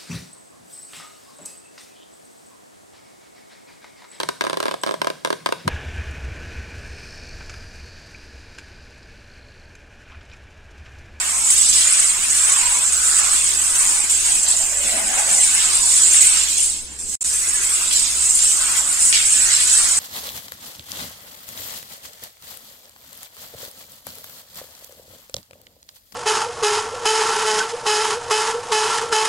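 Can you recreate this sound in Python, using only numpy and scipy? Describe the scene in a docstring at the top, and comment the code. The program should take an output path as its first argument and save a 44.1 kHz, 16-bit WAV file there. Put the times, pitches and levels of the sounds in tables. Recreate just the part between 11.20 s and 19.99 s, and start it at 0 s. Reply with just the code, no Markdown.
"""In a small tiled bathroom a handheld shower sprays wet hair. Jets, splash and mist are coloured noise
with random clicks; trapped air adds bubble tones, and a short noise burst sounds as each slap's rise ends.
The pocket between nozzle, hand and head rings hollow as a moving resonance; low gulps and narrow bands join it.
The valve closes and reopens once, a pump hums in sines over room tone, and the sound drops out twice.
Two microphone ports hear it, each favouring different treble."""
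import sys
import numpy as np
from scipy import signal
from scipy.fft import rfft, irfft, next_fast_len
from scipy.io import wavfile
from scipy.ndimage import uniform_filter1d, map_coordinates

SR = 44100
rng = np.random.default_rng(int(sys.argv[2]) if len(sys.argv) > 2 else 0)


def materialize(psi):
    """Save the field psi as 16-bit PCM at rate SR to the path in sys.argv[1].

    A 1-D psi becomes a single channel; in a 2-D psi each row is a channel.
    """
    bounded = np.clip(np.atleast_2d(psi).T, -1, 1)
    quanta = np.round(bounded * 32767).astype(np.int16)
    wavfile.write(sys.argv[1], SR, quanta)


N = 387638

# Jet hiss, swelling as the nozzle sweeps over the head: (time [s], level at full flow [dB])
JET_LEVEL = [(0, -21), (.24, -19.5), (.32, -13), (.55, -14.5), (.85, -15.5), (1.0, -20.5), (1.22, -15.5),
             (1.68, -18.5), (1.93, -15.5), (2.2, -18.5), (2.48, -18.5), (2.63, -16), (2.7, -16),
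             (2.84, -21), (3.06, -16), (3.3, -18), (3.58, -22), (4.05, -18.5), (4.18, -13), (4.42, -18.5),
             (4.66, -15.5), (4.78, -13.5), (5.07, -13), (5.27, -20.5), (5.44, -16), (6.09, -20),
             (6.3, -19.5), (6.58, -20), (6.68, -21.5), (6.77, -17.5), (6.92, -19.5), (7.23, -15.5),
             (7.5, -18.5), (7.76, -20.5), (7.81, -13.5), (8.02, -17), (8.13, -14), (8.37, -17), (8.54, -13),
             (8.79, -17)]
# Brief dips of the jets, followed by a jump where the peak is high enough: (time [s], peak [dB])
JET_SPURTS = [(0.2473, -8), (0.3052, 2), (0.38, -1.5), (0.4144, -1), (0.4894, 0.5), (0.5322, 1),
              (0.7841, -2.5), (0.8914, -12), (1.3234, -5.5), (1.725, -2), (2.3915, -5.5), (2.5546, -1.5),
              (2.5975, -22), (2.899, -1), (3.1527, -5), (3.2331, -4), (3.2854, -2), (3.3702, -5),
              (4.0936, -6), (4.3101, -4), (4.6548, -4), (4.8194, -14), (4.9028, -3), (5.011, 2.5),
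              (5.1394, -1.5), (5.2879, -7), (5.3737, -4), (5.79, -16.5), (5.8735, -37), (6.0447, -12.5),
              (6.129, -5.5), (6.3355, -14), (6.4308, -7), (6.4941, -6.5), (6.7294, 3), (6.7935, -3),
              (7.0954, -3.5), (7.1541, -2.5), (7.2234, -1), (7.5672, -4.5), (7.8092, -2), (7.8544, -7),
              (7.9344, -4.5), (8.0571, -2), (8.4044, -4), (8.4754, -1)]
# Colour of the jets: (frequency [Hz], relative density [dB per Hz])
JET_SPECTRUM = [(3060, -33.5), (5200, -13), (6080, -9.5), (7810, 3.5), (9160, -3), (9940, -18),
                (10800, -81), (14000, -90), (22000, -120)]
# Colour of the splash: (frequency [Hz], relative density [dB per Hz])
SPLASH_SPECTRUM = [(900, -27), (1450, -6.5), (2200, -1.5), (2700, -1.5), (3600, -7), (5400, -9),
                   (7000, -19), (12000, -120)]
# Colour of the mist: (frequency [Hz], relative density [dB per Hz])
MIST_SPECTRUM = [(6060, -54), (10300, 0.5), (11400, -4.5), (14300, -8.5), (15500, -12.5)]
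# Water striking hair and floor:
# (time [s], relative level at full flow [dB], brightness [dB], body [dB])
STRIKES = [(0, -33.5, 4.5, 3), (.18, -33.5, -5, -6), (.48, -35.5, 16, -7), (.67, -29, 4.5, 0),
           (1.0, -34.5, 2, 0), (1.42, -30, 2.5, -3), (1.7, -35, 3, -1.5), (1.92, -37, 11, 6),
           (2.18, -33, 5, -5.5), (2.68, -36, 2, 0), (3.05, -35.5, 8.5, -1.5), (3.55, -37.5, -3, -1),
           (3.68, -36, 5.5, 3), (3.87, -34.5, 1, 3), (4.45, -32, 8.5, 0), (4.66, -38.5, 14, -2.5),
           (4.86, -31.5, 5.5, -5), (5.2, -33.5, 6, -6), (5.36, -32, 6, -12), (5.5, -36.5, 12, -11),
           (5.74, -38, 9.5, 2), (5.9, -45.5, 12.5, -4), (6.38, -36, 2, 3.5), (6.68, -34.5, 5, -13),
           (7.1, -39, 8, -1), (7.38, -33.5, 3, -10), (7.56, -35.5, 6.5, 3), (7.86, -37, 1.5, -4.5),
           (8.15, -29.5, 2.5, -6.5), (8.26, -37, 10, 10), (8.5, -34.5, 11.5, 1), (8.79, -40.5, 14.5, 8)]
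# A load of water slaps down: (time [s], lift [dB], hold [s], brightness change [dB])
WATER_SLAPS = [(0.299, 5, 0.049, -9.5), (0.524, -0.5, 0.027, 4.5), (3.261, -0.5, 0.094, 8.5),
               (4.94, 6, 0.17, -7), (5.127, 3, 0.038, 2), (6.707, 2.5, 0.15, 5), (7.186, 3, 0.035, 3.5),
               (7.923, 11.5, 0.036, 2.5), (8.302, 0.5, 0.053, 5.5)]
# Colour of the burst at the end of a slap's rise: (frequency [Hz], relative density [dB per Hz])
CRACK_SPECTRUM = [(1000, -20), (1800, -2), (4500, -4), (7000, -10), (12000, -60)]
# Air pocket round the stream: (time [s], relative level at full flow [dB], centre [Hz])
AIR_POCKET = [(0, -35, 1000), (.5, -40.5, 1250), (.79, -35.5, 1220), (1.2, -38, 1200), (1.35, -30, 1090),
              (1.5, -34.5, 990), (1.62, -32.5, 1030), (1.69, -37.5, 1150), (1.78, -35, 1390),
              (2.07, -30, 1180), (2.28, -40, 1190), (2.5, -35, 1200), (2.6, -33, 1120), (2.74, -34.5, 1000),
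              (2.94, -40.5, 1200), (3.1, -38.5, 970), (3.5, -40, 700), (3.57, -39.5, 560),
              (3.68, -38.5, 583), (3.78, -31, 640), (3.88, -36.5, 730), (3.98, -26.5, 764),
              (4.08, -32.5, 706), (4.19, -33, 705), (4.24, -40, 760), (4.3, -38, 1030), (4.48, -33, 1140),
              (4.62, -37.5, 1030), (5.05, -42, 1200), (5.15, -33.5, 1250), (5.3, -45, 1150),
              (5.45, -49, 1060), (5.7, -38, 900), (5.93, -50, 900), (6.12, -44.5, 1210), (6.6, -37, 1240),
              (6.9, -42, 1120), (7.3, -41.5, 1220), (7.42, -33.5, 1260), (7.58, -33.5, 1090),
              (7.95, -41, 1260), (8.45, -38.5, 1190), (8.79, -34.5, 1150)]
# Water gulps low in the soaked hair: (time [s], level [dB])
HAIR_GULPS = [(3.62, -40), (3.71, -49), (3.8, -44), (4.0, -63)]
# Water rings in a narrow band for a moment:
# (start [s], end [s], start frequency [Hz], end frequency [Hz], width [Hz], relative level [dB])
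NARROW_RINGS = [(1.31, 1.37, 1150, 1150, 120, -42), (1.41, 1.65, 1000, 975, 130, -39),
                (2.0, 2.15, 1240, 1270, 150, -43), (2.63, 2.85, 850, 850, 90, -47),
                (2.6, 2.75, 1040, 1030, 110, -44), (3.55, 3.68, 590, 570, 80, -44),
                (3.7, 3.92, 620, 760, 240, -41), (5.7, 5.88, 1620, 1620, 130, -61)]
# Hum of the pump: (frequency [Hz], level before the port difference [dB rms])
PUMP_PARTIALS = [(65.4, -48), (130.8, -65), (196, -65.5), (250, -67)]
# Colour of the room tone: (frequency [Hz], relative density [dB per Hz])
ROOM_SPECTRUM = [(15, 9.5), (25, -1), (55, -0.5), (90, -8), (130, -7.5), (250, -6.5), (400, -6.5),
                 (600, -15.5), (1000, -16), (1600, -20), (2400, -120)]
# Standing waves between the walls: (frequency [Hz], width [Hz], level [dB])
WALL_MODES = [(232, 20, -7), (586, 25, -2), (666, 25, -3), (748, 25, -2), (851, 20, -3), (961, 20, -5),
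              (1522, 35, -4), (1711, 30, -4), (1970, 25, -3)]
# Correlation between the ports: (frequency [Hz], left-right likeness [1])
PORT_LIKENESS = [(60, 0.65), (160, 0.16), (400, 0.79), (800, 0.19), (1200, 0.049), (5600, 0), (6200, 0.43),
                 (6700, 0.56), (7300, 0.96), (7800, 0.87), (8300, 0.6), (9200, 0.27), (9900, 0),
                 (15000, 0.23)]
# Balance of the ports: (frequency [Hz], left minus right [dB])
PORT_BALANCE = [(30, 2), (140, 4.5), (300, 2), (770, 2.5), (1500, 1.5), (2100, 0.5), (3600, -0.5),
                (5700, -2.5), (6500, -6), (7250, -4.5), (7750, -6), (8300, -4.5), (9300, 16), (9900, -17),
                (10600, 0), (12000, 0)]
# Brief losses of sound, snapping off and coming back a little softer: (time [s], gain [dB])
SOUND_DROPOUTS = [(5.9545, 0), (5.9565, -20), (5.969, -27), (5.976, -52), (5.99, -75), (6.005, -75),
                  (6.009, -7), (6.012, -3), (6.0325, -3), (6.034, -30), (6.036, -26), (6.039, -12),
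                  (6.046, 0)]

TOP_HZ = 15690  # upper band limit
BROAD_HOP, NARROW_HOP = 128, 512  # samples between frames: broad patches, narrow streaks in frequency
VALVE_SHUT_S, VALVE_OPEN_S, FLOW_FULL_S = 5.456, 5.787, 6.014  # starts to close, catches again, full flow
FADE_DB_PER_S, TRICKLE_DB = 91, -16.5  # fall while closing, trickle it reaches
CATCH_S, CATCH_DB = .004, -13.5  # time the flow takes to catch, flow just after
SPLASH_WITH_VALVE = 0.81  # run-off keeps dripping: share of the flow's fall that splash and pocket follow
SPURT_CREST_DB, SPURT_RISE_S, SPURT_FADE_S = 11, 0.0056, 0.024  # peak over steady hiss, rise, decay constant
FALTER_DB, FALTER_S = -2, 0.016  # dip ahead of each event's time, its time constant
SPURT_IN_SPLASH, MIST_SPURT = 0.2, 1.4  # shares of the dips and jumps that splash and mist follow
SLAP_ATTACK_S, SLAP_RELEASE_S, SLAP_THIN = 0.0042, 0.11, 0.42  # rise, fall, share of lift the body misses
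CRACK_DB, CRACK_T60_S = -24, 0.013  # burst level, to which the slap's lift is added; time to fall 60 dB
SHARPEN_PER_DB, POCKET_USUAL_DB = 0.1, -37  # a pocket blown harder than usual rings narrower
GULP_ATTACK_S, GULP_HOLD_S, GULP_DB_PER_S = 0.031, 0.088, 80
RING_EDGE_S = .02  # half the length of each fade


def spray():
    """Common modulation: jets, splash and mist sputter together as the flow breaks up."""
    hiss_db = curves(JET_LEVEL)[0] + valve()
    spurt_db = spurts(hiss_db)
    sputter = wobble(18)
    water_noise = jets(hiss_db, spurt_db, sputter) + splash(spurt_db, sputter) + mist(hiss_db, spurt_db, sputter)
    return water_noise + fizz() + burble()


def jets(hiss_db, spurt_db, sputter):
    """Broadband jet noise: fine streams hiss in step with the flow, with slow random surges."""
    level_db = hiss_db + spurt_db + 0.5 * sputter + 0.33 * wobble(9.0)
    return amp(level_db) * water(JET_SPECTRUM, grain=0.06, rate=2500, patchy_db=2.0, streaky_db=10.5)


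def splash(spurt_db, sputter):
    """Impact noise: a glancing strike is brighter, a thick stream has more body."""
    strike_db, bright_db, body_db = striking(step=BROAD_HOP)

    def strike(hz):
        """Spectral tilt: moving shelves change the treble and the body."""
        treble_db = bright_db / (1 + (3200 / (hz + 1)) ** 8)
        low_db = body_db / (1 + (hz / 2200) ** 8)
        return amp(strike_db + treble_db + low_db)

    level_db = -29.5 + SPURT_IN_SPLASH * spurt_db + 0.76 * sputter + 0.39 * wobble(8)
    noise = water(SPLASH_SPECTRUM, grain=0.06, rate=1400, patchy_db=-1.0, streaky_db=8.0, shape=strike)
    return amp(level_db) * noise


def mist(hiss_db, spurt_db, sputter):
    """Partial coupling: the finest mist follows the jets only in part but dips and jumps further."""
    level_db = -28.0 + 0.5 * hiss_db + 0.51 * valve() + MIST_SPURT * spurt_db + 1.0 * sputter
    return amp(level_db) * water(MIST_SPECTRUM, grain=.1, rate=3000, patchy_db=4.5, streaky_db=3)


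def fizz():
    """Bubble resonance: small bubbles ring high and follow the strikes and slaps."""
    return amp(striking()[0] - 8.5) * bubbles(mid_hz=3270, spread=0.403, cycles=7.7, count=6000)


def burble():
    """Bubble resonance: larger bubbles ring lower and follow the strikes without the slaps."""
    level_db = curves(STRIKES)[0] + SPLASH_WITH_VALVE * valve() - 14.0 + 2.0 * wobble(6)
    return amp(level_db) * bubbles(mid_hz=1900, spread=0.3, cycles=9, count=2500)


def valve(step=1):
    """Flow control, in dB: it dies to a trickle as the valve closes, catches part-way and recovers."""
    low_s = np.clip(VALVE_SHUT_S - TRICKLE_DB / FADE_DB_PER_S, VALVE_SHUT_S, VALVE_OPEN_S)
    flow = [(VALVE_SHUT_S, 0), (low_s, TRICKLE_DB), (VALVE_OPEN_S, TRICKLE_DB - 3.0),
            (VALVE_OPEN_S + CATCH_S, CATCH_DB), (FLOW_FULL_S, 0)]
    return curves(flow, step=step)[0]


def spurts(hiss_db):
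    """Transients, in dB: each dips briefly; if its peak is high enough the hiss jumps up to 7 dB and dies back."""
    gain_db = np.zeros(N)
    t = np.arange(N) / SR
    for s, peak_db in JET_SPURTS:
        near = slice(max(int((s - .1) * SR), 0), int((s + .2) * SR))
        lift_db = np.clip(peak_db - SPURT_CREST_DB - hiss_db[int(s * SR)], 0, 7)
        late = t[near] - s + SPURT_RISE_S
        up = np.clip(late / SPURT_RISE_S, 0, 1)
        gain_db[near] += up * lift_db * np.exp(-np.abs(late) / SPURT_FADE_S)
        gain_db[near] += (1 - up) * FALTER_DB * np.exp(-np.abs(late) / FALTER_S)
    return gain_db


def striking(step=1):
    """Impact strength: level, brightness and body of the splash, with the slaps on top."""
    level_db, bright_db, body_db = curves(STRIKES, step=step)
    for s, lift_db, hold, turn_db in WATER_SLAPS:
        top = s + SLAP_ATTACK_S
        held = top + hold
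        on = curves([(s, 0), (top, 1), (held, 1), (held + SLAP_RELEASE_S, 0)], step=step)[0]
        level_db = level_db + lift_db * on
        bright_db = bright_db + turn_db * on
        body_db = body_db - SLAP_THIN * lift_db * on
    return level_db + SPLASH_WITH_VALVE * valve(step=step), bright_db, body_db


def cracks():
    """Exponential decay: a short noise burst sounds as each slap's rise ends."""
    t = np.arange(N) / SR
    size = np.zeros(N)
    for s, lift_db, _, _ in WATER_SLAPS:
        late = t - s - SLAP_ATTACK_S
        decay_db = 60 * np.clip(late, 0, None) / CRACK_T60_S
        size += (t >= s + SLAP_ATTACK_S) * amp(CRACK_DB + lift_db - decay_db)
    return size * ports(rng.standard_normal((2, N)), lambda hz: amp(along(CRACK_SPECTRUM, hz)))


def pocket():
    """Cavity resonance: the stream blows a peak that moves with the hand; walls pick out their modes."""
    level_db = curves(AIR_POCKET)[0] + SPLASH_WITH_VALVE * valve() + 0.83 * wobble(11)
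    blown_db, centre = curves(AIR_POCKET, step=NARROW_HOP)
    sharp = 1.8 * np.exp(SHARPEN_PER_DB * (blown_db - POCKET_USUAL_DB))

    def hollow(hz):
        """Resonance curve: steep below, a skirt above, the same power wherever it sits."""
        off = hz / centre - centre / (hz + 1)
        skirt = 0.24 + 0.18 / (1 + np.exp(-8 * np.clip(off, -5, 5)))
        gain = skirt + 1 / (1 + (sharp * off) ** 2)
        gain = gain * (hz > 400) * (hz < 1700)
        return gain / np.sqrt(np.mean(gain ** 2, axis=0))

    edges = lambda hz: amp(along([(380, -16), (500, -5.5), (1400, -1.5), (1700, -4.5)], hz))
    raw = patches(rng.standard_normal((2, N)), patchy_db=5.0, shape=hollow, hop=NARROW_HOP)
    return amp(level_db - 3.0) * ports(raw, lambda hz: walls(hz) * edges(hz))


def gurgle():
    """Enveloped low noise: gulps of water rise quickly, hold and fade."""
    t = np.arange(N) / SR
    size = np.zeros(N)
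    for s, db in HAIR_GULPS:
        fade_db = GULP_DB_PER_S * np.clip(t - s - GULP_HOLD_S, 0, None)
        size += amp(db - fade_db) * np.clip((t - s) / GULP_ATTACK_S, 0, 1)
    colour = [(120, -34), (200, -0.5), (250, 0.5), (380, -2.0), (520, -18)]  # (frequency [Hz], density [dB])
    return size * amp(2.3 * wobble(18)) * water(colour, grain=0.091, rate=190, patchy_db=8.0)


def trickle():
    """Quadrature modulation: slow noise on a carrier makes narrow, broken bands that may glide."""
    out = np.zeros((2, N))
    for start, end, from_hz, to_hz, width_hz, db in NARROW_RINGS:
        on, hz = curves([(start - RING_EDGE_S, 0, from_hz), (start + RING_EDGE_S, 1, from_hz),
                         (end - RING_EDGE_S, 1, to_hz), (end + RING_EDGE_S, 0, to_hz)])
        turn = 2 * np.pi * np.cumsum(hz) / SR
        first, second = [wobble(width_hz) * np.cos(turn) + wobble(width_hz) * np.sin(turn) for _ in range(2)]
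        both = np.array([first + 0.77 * second, first - 0.55 * second])
        out += amp(db) * on * both * amp([[1.1], [-1.1]])
    return out * amp(2.3 * wobble(24.97))


def room():
    """Steady background: broadband room tone under the hum of the pump."""
    noise = patches(rng.standard_normal((2, N)), patchy_db=6.5, hop=NARROW_HOP)
    tone = ports(noise, lambda hz: amp(along(ROOM_SPECTRUM, hz)))
    return pump() + amp(-46.0 + 0.11 * wobble(2.3)) * tone


def pump():
    """Periodic vibration: sine partials share a slight frequency drift, each with an unsteady level."""
    t = np.arange(N) / SR
    drift = np.cumsum(0.18 * wobble(3.5)) / SR  # cycles of the lowest partial
    turns = t + drift / PUMP_PARTIALS[0][0]
    hum = sum(amp(db + 1.5 * wobble(8)) * np.sqrt(2) * np.sin(2 * np.pi * hz * turns) for hz, db in PUMP_PARTIALS)
    return hum * amp([[1.1], [-1.1]])


def walls(hz):
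    """Room modes: the tiled room lifts its own standing waves."""
    return 1.0 + sum(amp(db) / (1 + (2 * (hz - c) / w) ** 2) for c, w, db in WALL_MODES)


def water(spectrum, grain, rate, patchy_db, streaky_db=0, shape=None):
    """Coloured noise with random clicks, its level varied at random in broad patches and narrow streaks."""
    grain = np.clip(grain, 0, 1)  # share of the power in clicks
    raw = np.sqrt(1 - grain) * rng.standard_normal((2, N)) + np.sqrt(grain) * drops(rate, spread_db=-0.5)
    streaked = patches(raw, streaky_db, hop=NARROW_HOP)
    uneven = patches(streaked, patchy_db, shape)
    return ports(uneven, lambda hz: amp(along(spectrum, hz)) * walls(hz))


def drops(rate, spread_db):
    """Poisson-like impacts: two unrelated streams of random clicks, rate per second, sizes spread in dB."""
    hits = rng.random((2, N)) < rate / SR
    return unit(hits * rng.standard_normal((2, N)) * amp(spread_db * rng.exponential(size=(2, N))))


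def bubbles(mid_hz, spread, cycles, count):
    """Bubble resonance: trapped air rings with a soft start and rising pitch, each heard at one port."""
    length = 900  # samples of each ring
    draw = rng.random((count, 4))
    hz = mid_hz * np.exp(spread * np.clip(rng.standard_normal((count, 1)), -2, 2))
    turns = hz * np.arange(length) / SR
    life = turns / cycles
    envelope = life * np.exp(-2 * life)
    rings = np.sin(2 * np.pi * turns * (1 + 0.07 * life)) * envelope * draw[:, :1] ** 3
    # both ports lie end to end, so an offset picks the port
    start = (draw[:, 1:2] * N).astype(int) + (draw[:, 2:3] < .5) * (N + length)
    both = np.bincount((start + np.arange(length)).ravel(), rings.ravel(), 2 * (N + length))
    return unit(both.reshape(2, -1)[:, :N])


def patches(pair, patchy_db, shape=None, hop=BROAD_HOP):
    """Time-varying filtering: random gain patches in time and frequency, and a colour that may move."""
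    hz, _, z = signal.stft(pair, SR, nperseg=2 * hop)
    field = uniform_filter1d(rng.standard_normal(z.shape[1:]), size=2, axis=0)
    field = unit(uniform_filter1d(field, size=1536 // hop, axis=1))
    # positive values level off; with a positive depth peaks are limited and hollows go deep
    z = z * amp(patchy_db * np.where(field > 0, np.tanh(field), field))
    if shape:
        z = z * shape(hz[:, None])[:, :z.shape[-1]]
    return signal.istft(z, SR, nperseg=2 * hop)[1][:, :N]


def ports(pair, gain):
    """Partial coherence: two coloured streams mix into two microphone ports; their mean has rms 1."""
    turn = lambda hz: np.arccos(np.clip(along(PORT_LIKENESS, hz), -.95, .98)) / 2
    mid, side = filtered(pair, lambda hz: gain(hz) * [np.cos(turn(hz)), np.sin(turn(hz))])
    balance = lambda hz: amp(along(PORT_BALANCE, hz) * [[.5], [-.5]])
    both = filtered(np.array([mid + side, mid - side]), balance)
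    return both / np.sqrt(np.mean(both.mean(axis=0) ** 2))


def amp(db):
    """Decibel law: amplitude ratio of a level in dB."""
    return 10 ** (np.asarray(db) / 20)


def unit(x):
    """Power normalisation: x scaled to rms 1."""
    return x / np.sqrt(np.mean(x ** 2) + 1e-20)


def along(points, hz):
    """Logarithmic frequency scale: (frequency [Hz], value) points joined on a log axis."""
    f, v = np.transpose(points)
    return np.interp(np.log(hz + 1), np.log(f + 1), v)


def curves(rows, step=1):
    """Linear interpolation: each column after the time, one value per step of samples."""
    s, *cols = np.transpose(rows)
    return [np.interp(np.arange(0, N + 2 * step - 2, step) / SR, s, c) for c in cols]


def wobble(rate):
    """Band-limited fluctuation: a smooth random curve, rate knots per second."""
    return map_coordinates(rng.standard_normal(int(N * rate / SR) + 4), [np.arange(N) * rate / SR])


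def filtered(x, response):
    """Convolution theorem: the spectrum of x times a response of frequency."""
    m = next_fast_len(N + 8192)
    return irfft(rfft(x, m) * response(np.fft.rfftfreq(m, 1 / SR)), m)[..., :N]


def scene():
    """Superposition: the water sources and the background add linearly."""
    return spray() + cracks() + pocket() + gurgle() + trickle() + room()


def record(dry):
    """Channel limits: dropouts, soft clipping towards full scale and an upper band limit."""
    gated = dry * amp(curves(SOUND_DROPOUTS)[0])
    clipped = gated / (1 + np.abs(gated) ** 8) ** (1 / 8)
    return filtered(clipped, lambda hz: np.clip((TOP_HZ + 60 - hz) / 120, 0, 1) ** 2)


dry = scene()
out = record(dry)
materialize(out)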